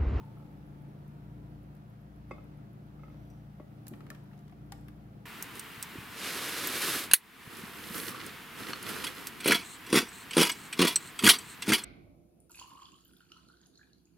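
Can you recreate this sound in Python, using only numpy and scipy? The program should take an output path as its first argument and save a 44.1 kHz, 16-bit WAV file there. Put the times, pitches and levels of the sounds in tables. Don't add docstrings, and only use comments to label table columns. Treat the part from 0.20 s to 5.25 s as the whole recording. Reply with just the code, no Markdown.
import sys
import numpy as np
from scipy import signal
from scipy.io import wavfile
from scipy.ndimage import uniform_filter1d

SR = 44100
rng = np.random.default_rng(int(sys.argv[2]) if len(sys.argv) > 2 else 0)


def ratio(d):
    e = np.asarray(d, float) / 20
    return 10 ** e


def materialize(psi):
    bounded = np.clip(np.atleast_2d(psi).T, -1, 1)
    quanta = np.round(bounded * 32767).astype(np.int16)
    wavfile.write(sys.argv[1], SR, quanta)


N = 222925

# (time [s], flow level [dB], air column [Hz])
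POUR = [(0, -61, 910), (.1, -66, 873), (.2, -67, 865), (.4, -75, 830), (1.2, -76.5, 980),
        (1.75, -86.5, 920), (3.4, -78, 790), (3.6, -72, 755), (3.95, -74, 960), (4.1, -71.5, 978),
        (4.17, -67.5, 690), (4.3, -85, 713), (5.05, -76, 830)]
USUAL_FLOW_DB = -72
FIZZ_DB, FIZZ_SHARE, WASH_DB, WASH_SHARE = -75.5, 0.16, -74.5, 0.33
# (time [s], level [dB])
SLOSHES = [
    (2.18, -82),
    (2.96, -80.5),
]
SLOSH_S = 0.17
# (time [s], cavity note [dB], cavity pitch [Hz], smack [dB], slap [dB])
SPLATS = [(3.6683, -54.5, 1720, -54, -50.5), (3.736, -48.5, 1830, -50, -77), (3.806, -49, 1285, -54, -68),
          (3.866, -54.5, 1250, -55, -66), (3.9022, -37.5, 1760, -45.5, -46.5),
          (3.948, -51, 1720, -51, -61.5), (4.1318, -58, 1260, -59, -76), (4.28, -67, 1290, -64, -65),
          (4.2947, -69, 1150, -58.5, -73), (4.323, -51.5, 718, -60.5, -83), (4.521, -41.5, 800, -42, -43.5),
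          (4.683, -63, 1170, -52, -61.5)]
CAVITY_CYCLES = 44
SPRAY_DB, CLICK_DB = -5.5, 13
BLOB_PAN_DB, BLOB_LAG_S = 2.2, .0001
# (time [s], level [dB], pitch [Hz])
BUBBLES = [
    (0.0716, -68, 1300),
    (0.171, -53.5, 1300),
    (0.1997, -58, 1330),
    (0.2297, -60, 1290),
    (3.915, -46, 1350),
    (4.113, -59, 1890),
]
# (time [s], slap level [dB], spray level [dB])
DROPLETS = [(0.8794, -76, -67.5), (1.55, -69, -67.5), (1.5664, -73, -74), (3.6812, -51.5, -43),
            (3.6675, -64, -57), (5.6, -70, -47), (4.6833, -76, -62), (4.177, -67, -73), (4.1905, -68, -69)]
# (frequency [Hz], level [dB], t60 [s])
GLASS_HOLLOW = [(1170, 0, 0.038), (1330, -9, 0.048), (1760, -8.5, 0.021), (2260, 0, 0.022),
                (2670, -4, 0.017)]
# (time [s], soft mode [dB], upper modes [dB], low body [dB], left minus right [dB])
KNOCKS = [
    (2.1096, -33.5, -47, -39.5, -2.5),
    (2.1143, -56, -50, -56, 13.5),
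    (3.3977, -46, -63.5, -48.5, 3),
]
KNOCK_STIFF_DB = -5.5
# (time [s], stiff mode [dB], low body [dB])
TOUCHES = [(2.1814, -47, -50), (2.389, -59, -64), (2.7934, -51.5, -67), (2.834, -42.5, -53.5),
           (2.8806, -51, -58), (2.8996, -55, -60), (2.9436, -57, -56)]
TOUCH_SOFT_DB, TOUCH_UPPER_DB, TOUCH_PAN_DB = -18, -16, -2
# (frequency [Hz], level [dB], t60 [s])
JAR_STIFF = [(1275, 0, 0.043)]
JAR_SOFT = [(1133, 0, 0.042)]
JAR_UPPER = [(2160, 0.5, 0.072), (2052, 0.5, 0.062), (2580, -1, 0.048), (2527, -5, 0.053),
             (3547, -22, 0.18), (4930, -20, 0.15), (6000, -18, .05), (7849, -25, .07)]
JAR_LOW = [(529.4, 5, 0.055), (600, -13, 0.3), (835, 5, 0.026)]
# (time [s], peak level [dB], pitch [Hz])
THUMPS = [(2.111, -35.5, 360), (3.401, -37.5, 293), (3.402, -51, 400), (2.111, -36.5, 270),
          (3.404, -43.5, 600), (3.707, -39, 150), (3.7132, -37, 241), (3.714, -39, 290), (3.727, -33, 239),
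          (3.717, -43.5, 337), (3.72, -49, 600), (3.903, -46, 602), (3.917, -50, 634)]
# (frequency [Hz], level [dB], t60 [s])
EMPTY_GLASS = (3.405, -71, [(1960, 0, .45)])
# (frequency [Hz], scraped level [dB], tapped level [dB], t60 [s])
RIM = [(4850, -10, -9, .08), (5850, 0, 0, .065), (7830, -16, -10, .1), (8600, -14, -8, .04),
       (11850, -3, -7, .045), (13200, -3, -10, .07), (14500, -20, -7, .04)]
# (time [s], level [dB])
SCRAPE = [(2.75, -140), (2.8, -101), (2.93, -98), (3.04, -92), (3.09, -95), (3.21, -98), (3.3, -140)]
# (time [s], level [dB])
RIM_TAP = (3.101, -63)
# (time [s], peak level [dB])
TICKS = [(0.0493, -64), (0.184, -61), (0.3147, -61), (0.4643, -62.5), (0.621, -62), (1.0211, -69),
         (1.3034, -69), (1.4311, -62), (1.7005, -64), (1.8133, -65), (1.9614, -64), (2.0931, -64),
         (2.2413, -61), (2.3735, -63), (2.5311, -65), (2.6653, -65), (2.8938, -64), (3.0514, -63),
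         (4.0392, -61), (4.3146, -64), (4.4638, -65), (4.6099, -62), (4.7636, -65)]
# (time [s], speed [turns/s])
FAN = [(0, 28.971), (.337, 29.568), (.673, 28.815), (1.01, 29.366), (1.347, 29.387), (1.683, 29.726),
       (2.02, 29.796), (2.357, 29.511), (2.693, 29.518), (3.03, 29.236), (3.367, 29.643), (3.703, 29.512),
       (4.04, 28.911), (4.377, 29.51), (4.713, 29.655), (5.05, 29.922)]
# (multiple of shaft speed, level [dB], left minus right [dB], speed-up slope [dB per turn/s])
FAN_ORDERS = [(5, -54, 2, -5.), (2, -62.5, 5.5, 4), (4, -62, 0.5, -5.5)]
USUAL_SPEED = 29.45
COMPRESSOR_SPEED, FAN_LEAD = 29.032, .276
# (multiple of speed, level [dB], left minus right [dB])
COMPRESSOR_ORDERS = [(2, -65.5, 4.5), (4, -57.5, 1.5)]
# each [Hz], then the level
# of each [dB]
PAIR_HZ = (295.01, 296.22)
PAIR_DB = (-67.5, -64.5)
PAIR_IN_STEP_S, PAIR_PAN_DB = .479, -1
# (frequency [Hz], level [dB], lead on the compressor [turns])
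SMALL_MOTOR = (59.234, -70.5, .516)
# (frequency [Hz], level [dB], left minus right [dB])
STEADY = [(88.5, -66, .2), (173.7, -68, 1.5), (196.7, -59, 3.2), (218.3, -63, 4.1), (694.4, -77, -4)]
# (frequency [Hz], level [dB per Hz])
AIR = [(15, -29), (25, -19.5), (91, -12.5), (148, -2), (210, -11), (260, -10), (314, -10.5), (434, -17.5),
       (705, -19), (1030, -26), (1350, -25.5), (1500, -28.5), (2430, -37), (6590, -48.5), (15600, -72)]
AIR_DB = -54.5
# (frequency [Hz], likeness [0..1])
LIKENESS = [(60, 1), (200, 0.79), (400, 0.95), (1000, 0.45), (3000, 0.22), (8000, 0.088), (15000, .45)]
AIR_LAG_S = 0.00039
# (time [s], level [dB])
DRAUGHT = [(0, 2), (.8, 1), (1.3, 1), (1.75, -3.5), (2.1, -0.5), (3.0, .5), (3.4, -4.5), (3.8, 3),
           (4.25, -3), (4.6, 1), (5.05, -1.5)]
# (frequency [Hz], t60 [s])
KITCHEN = [(300, 1), (1500, 0.44), (5000, 0.64), (12000, 0.45)]
EDGE_HZ = 15830


def pour():
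    gurgle_db, column_hz = along(POUR)
    lump_size = ratio(2.2 * np.minimum(rng.exponential(1, N), 3))
    lumps = lump_size * (rng.random(N) < 900 / SR) * rng.choice([-1, 1], N)
    first = resonate(resonate(lumps, column_hz, 70), column_hz, 150)
    second = resonate(resonate(lumps, 1.45 * column_hz, 260), 1.42 * column_hz, 400)
    gurgle = ratio(gurgle_db) * (evened(first) + 0.28 * evened(second)) * sides(0.45)
    pops = ratio(1.75 * rng.exponential(1, (2, N))) * rng.standard_normal((2, N))
    treble = signal.butter(3, 9500, "highpass", fs=SR, output="sos")
    fizz = evened(signal.sosfilt(treble, pops))
    return gurgle + ratio(FIZZ_DB + FIZZ_SHARE * (gurgle_db - USUAL_FLOW_DB)) * fizz


def stream():
    size = ratio(2.0 * np.minimum(rng.exponential(1, (2, N)), 5))
    grains = size * rng.standard_normal((2, N)) * (rng.random((2, N)) < .08)
    dull = signal.butter(2, [350, 3200], "bandpass", fs=SR, output="sos")
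    flow = ratio(WASH_DB + WASH_SHARE * (along(POUR)[0] - USUAL_FLOW_DB))
    t = np.arange(N) / SR
    slosh = sum(ratio(db) * np.exp(-((t - s) / SLOSH_S) ** 2) for s, db in SLOSHES)
    return (flow + slosh) * evened(signal.sosfilt(dull, grains))


def splats():
    out = np.zeros((2, N))

    def place(s, sound):
        add(out, s, sound, BLOB_PAN_DB, lag_s=BLOB_LAG_S)

    click_band = signal.butter(2, [1500, 12000], "bandpass", fs=SR, output="sos")
    click = signal.sosfilt(click_band, signal.unit_impulse(256))
    for s, db, hz in BUBBLES:
        place(s, ratio(db) * ring([(hz, -1, .035), (0.85 * hz, -4, .03)], rise_s=0.00098))
    for s, db, hz, smack_db, slap_db in SPLATS:
        place(s, ratio(db + .5) * ring([(hz, 0, CAVITY_CYCLES / hz)], rise_s=0.0012))
        place(s + .0005, ratio(slap_db + CLICK_DB) * click)
        struck = ratio(rng.uniform(-1, 0, len(GLASS_HOLLOW)))
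        hollow = sum(g * ring([mode], rise_s=0.0028)[:2048] for g, mode in zip(struck, GLASS_HOLLOW))
        smack = burst(750, 2730, 0.049, same=0.37, snap=0.)
        place(s, ratio(smack_db - 3.0) * smack + ratio(smack_db - 4.0) * hollow)
    blob_sprays = [(s, slap_db, slap_db + SPRAY_DB) for s, _, _, _, slap_db in SPLATS]
    for s, slap_db, spray_db in DROPLETS + blob_sprays:
        slap = burst(2900, 7200, 0.021, same=0.13, snap=0.26)
        spray = burst(9700, 14800, 0.036)
        place(s, ratio(slap_db) * slap + ratio(spray_db) * spray)
    return out


def jar():
    out = np.zeros((2, N))
    bodies = [ring(modes, rise_s=0.003) for modes in (JAR_STIFF, JAR_SOFT, JAR_UPPER, JAR_LOW)]
    blows = [(s, soft + KNOCK_STIFF_DB, soft, upper, low, pan) for s, soft, upper, low, pan in KNOCKS]
    blows += [(s, stiff, stiff + TOUCH_SOFT_DB, stiff + TOUCH_UPPER_DB, low, TOUCH_PAN_DB)
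              for s, stiff, low in TOUCHES]
    for s, stiff, soft, upper, low, pan_db in blows:
        levels_db = np.array([stiff, soft, upper, low])
        add(out, s - .001, ratio(levels_db - 2.0) @ bodies, pan_db, lag_s=.00005)
        add(out, s, ratio(soft - 11) * burst(250, 1200, .04, same=.8, snap=0.), pan_db)
        add(out, s, ratio(upper - 27) * burst(2600, 8500, 0.035, snap=0.), pan_db)
    for s, db, hz in THUMPS:
        add(out, s, ratio(db) * ring([(hz, 0, .045)], rise_s=.003))
    s, db, modes = EMPTY_GLASS
    add(out, s, ratio(db) * ring(modes))
    return out


def rim():
    slips = ratio(along(SCRAPE)[0]) * (rng.random(N) < 4000 / SR) * rng.standard_normal(N)
    tap_s, tap_db = RIM_TAP
    tap = ratio(tap_db) * (np.arange(N) == round(tap_s * SR))
    modes = []
    for hz, scraped_db, tapped_db, t60 in RIM:
        force = ratio(scraped_db) * slips + ratio(tapped_db) * tap
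        modes.append(signal.oaconvolve(force, ring([(hz, 0, t60)], rise_s=.0006))[:N])
    angle = rng.uniform(.3, 1.2, len(RIM))
    out = np.array([np.cos(angle), np.sin(angle)]) @ modes
    add(out, tap_s, ratio(tap_db - 5.0) * burst(1800, 14500, .02))
    return out


def ticks():
    out = np.zeros((2, N))
    for s, db in TICKS:
        add(out, s, ratio(db - 6.5) * burst(10500, 12600, 0.026), .6)
    return out


def hum():
    t = np.arange(N) / SR
    speed = along(FAN)[0]
    turns = np.cumsum(speed) / SR + FAN_LEAD
    fan = sum(sides(pan) * ratio(db + slope_db * (speed - USUAL_SPEED)) * np.sin(2 * np.pi * k * turns)
              for k, db, pan, slope_db in FAN_ORDERS)
    compressor = sum(sides(pan) * ratio(db) * np.sin(2 * np.pi * k * COMPRESSOR_SPEED * t)
                     for k, db, pan in COMPRESSOR_ORDERS)
    pair = sum(ratio(db) * np.sin(2 * np.pi * hz * (t - PAIR_IN_STEP_S)) for hz, db in zip(PAIR_HZ, PAIR_DB))
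    lines = sum(sides(pan) * ratio(db) * np.sin(2 * np.pi * (hz * t + rng.random())) for hz, db, pan in STEADY)
    motor_hz, motor_db, motor_lead = SMALL_MOTOR
    motor = ratio(motor_db) * np.sin(2 * np.pi * (motor_hz * t + motor_lead))
    return np.sqrt(2) * (motor + fan + compressor + sides(PAIR_PAN_DB) * pair + lines)


def air():
    frames, hz = N // 512 + 5, np.fft.rfftfreq(2048, 1 / SR)
    a, b, c, d, patches = rng.standard_normal((frames, 1025, 5)).T
    patches = uniform_filter1d(patches, size=20, axis=0)
    patches = evened(uniform_filter1d(patches, size=8, axis=1))
    same = np.clip(read(LIKENESS, hz), 0, 1)[:, None]
    right = a + 1j * b
    late = np.exp(-2j * np.pi * hz * AIR_LAG_S)[:, None]
    left = same * late * right + np.sqrt(1 - same ** 2) * (c + 1j * d)
    frame_s = (np.arange(frames) - 1) * 512 / SR
    draught_db = np.interp(frame_s, *np.transpose(DRAUGHT)) / (1 + (hz[:, None] / 700) ** 2)
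    z = np.array([left, right]) * ratio(read(AIR, hz)[:, None] + 0.6 * patches + draught_db)
    sound = signal.istft(z, nperseg=2048, noverlap=1536)[1][:, :N]
    return sides(0.25) * ratio(AIR_DB) * evened(sound)


def kitchen(x):
    taps = np.zeros((2, SR // 2))
    at = np.arange(100, SR // 2 - 20, 20)
    at = at + rng.integers(0, 20, (2, len(at)))
    np.put_along_axis(taps, at, rng.choice([-1., 1.], at.shape), 1)
    hz, t, z = signal.stft(taps, SR, nperseg=256)
    decay = ratio(-60 * t / read(KITCHEN, hz)[:, None])
    tail = signal.istft(z * decay, SR, nperseg=256)[1]
    tail = tail / np.linalg.norm(tail[0])
    return signal.fftconvolve(x.mean(0)[None], tail, axes=1)[:, :N]


def ring(modes, rise_s=0.0012):
    t = np.arange(SR // 3) / SR
    sound = sum((-1) ** k * ratio(db - 60 * t / t60) * np.sin(2 * np.pi * hz * t)
                for k, (hz, db, t60) in enumerate(modes))
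    return sound * np.sin(np.pi / 2 * np.minimum(t / rise_s, 1)) ** 2


def burst(lo_hz, hi_hz, t60, same=0.043, snap=0.74):
    band = signal.butter(2, [lo_hz, min(hi_hz, SR / 2 - 1)], "bandpass", fs=SR, output="sos")
    a, b = rng.standard_normal((2, 2048))
    noise = np.array([a, same * a + np.sqrt(1 - min(same, 1) ** 2) * b])
    t = np.arange(2048) / SR
    return evened(signal.sosfilt(band, noise)) * (ratio(-60 * t / t60) + snap * np.exp(-t / 0.00032))


def resonate(x, hz, width_hz):
    turn = np.exp(2j * np.pi * np.cumsum(hz * np.ones(x.shape[-1])) / SR)
    r = np.exp(-np.pi * width_hz / SR)
    return 2 * (turn * signal.lfilter([1 - r], [1, -r], x / turn)).real


def add(mix, s, sound, pan_db=0., lag_s=0.):
    waves = sound * np.ones((2, 1))
    for side, late, db, wave in zip(mix, (lag_s, 0), (pan_db / 2, -pan_db / 2), waves):
        part = side[round((s + late) * SR):][:len(wave)]
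        part += ratio(db) * wave[:len(part)]


def sides(pan_db):
    return ratio(np.array([[pan_db / 2], [-pan_db / 2]]))


def evened(x):
    return x / np.sqrt(np.mean(x ** 2) + 1e-20)


def read(points, hz):
    f, value = np.transpose(points)
    return np.interp(np.log(hz + 1), np.log(f + 1), value)


def along(rows):
    s, *columns = np.transpose(rows)
    return [np.interp(np.arange(N) / SR, s, c) for c in columns]


def scene():
    near = splats() + jar() + rim() + ticks()
    bed = ratio(-7.5) * kitchen(near) + pour() + stream() + hum() + air()
    edge = signal.firwin(2047, EDGE_HZ, window=("kaiser", 9), fs=SR)
    return near + signal.oaconvolve(bed, edge[None], "same")


def roll_off(x):
    return signal.sosfilt(signal.butter(12, 16410, fs=SR, output="sos"), x)


def record(dry):
    edge = signal.firwin(127, 16000, window=("kaiser", 7), fs=SR)
    return roll_off(signal.oaconvolve(dry, edge[None], "same"))


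dry = scene()
out = record(dry)
materialize(out)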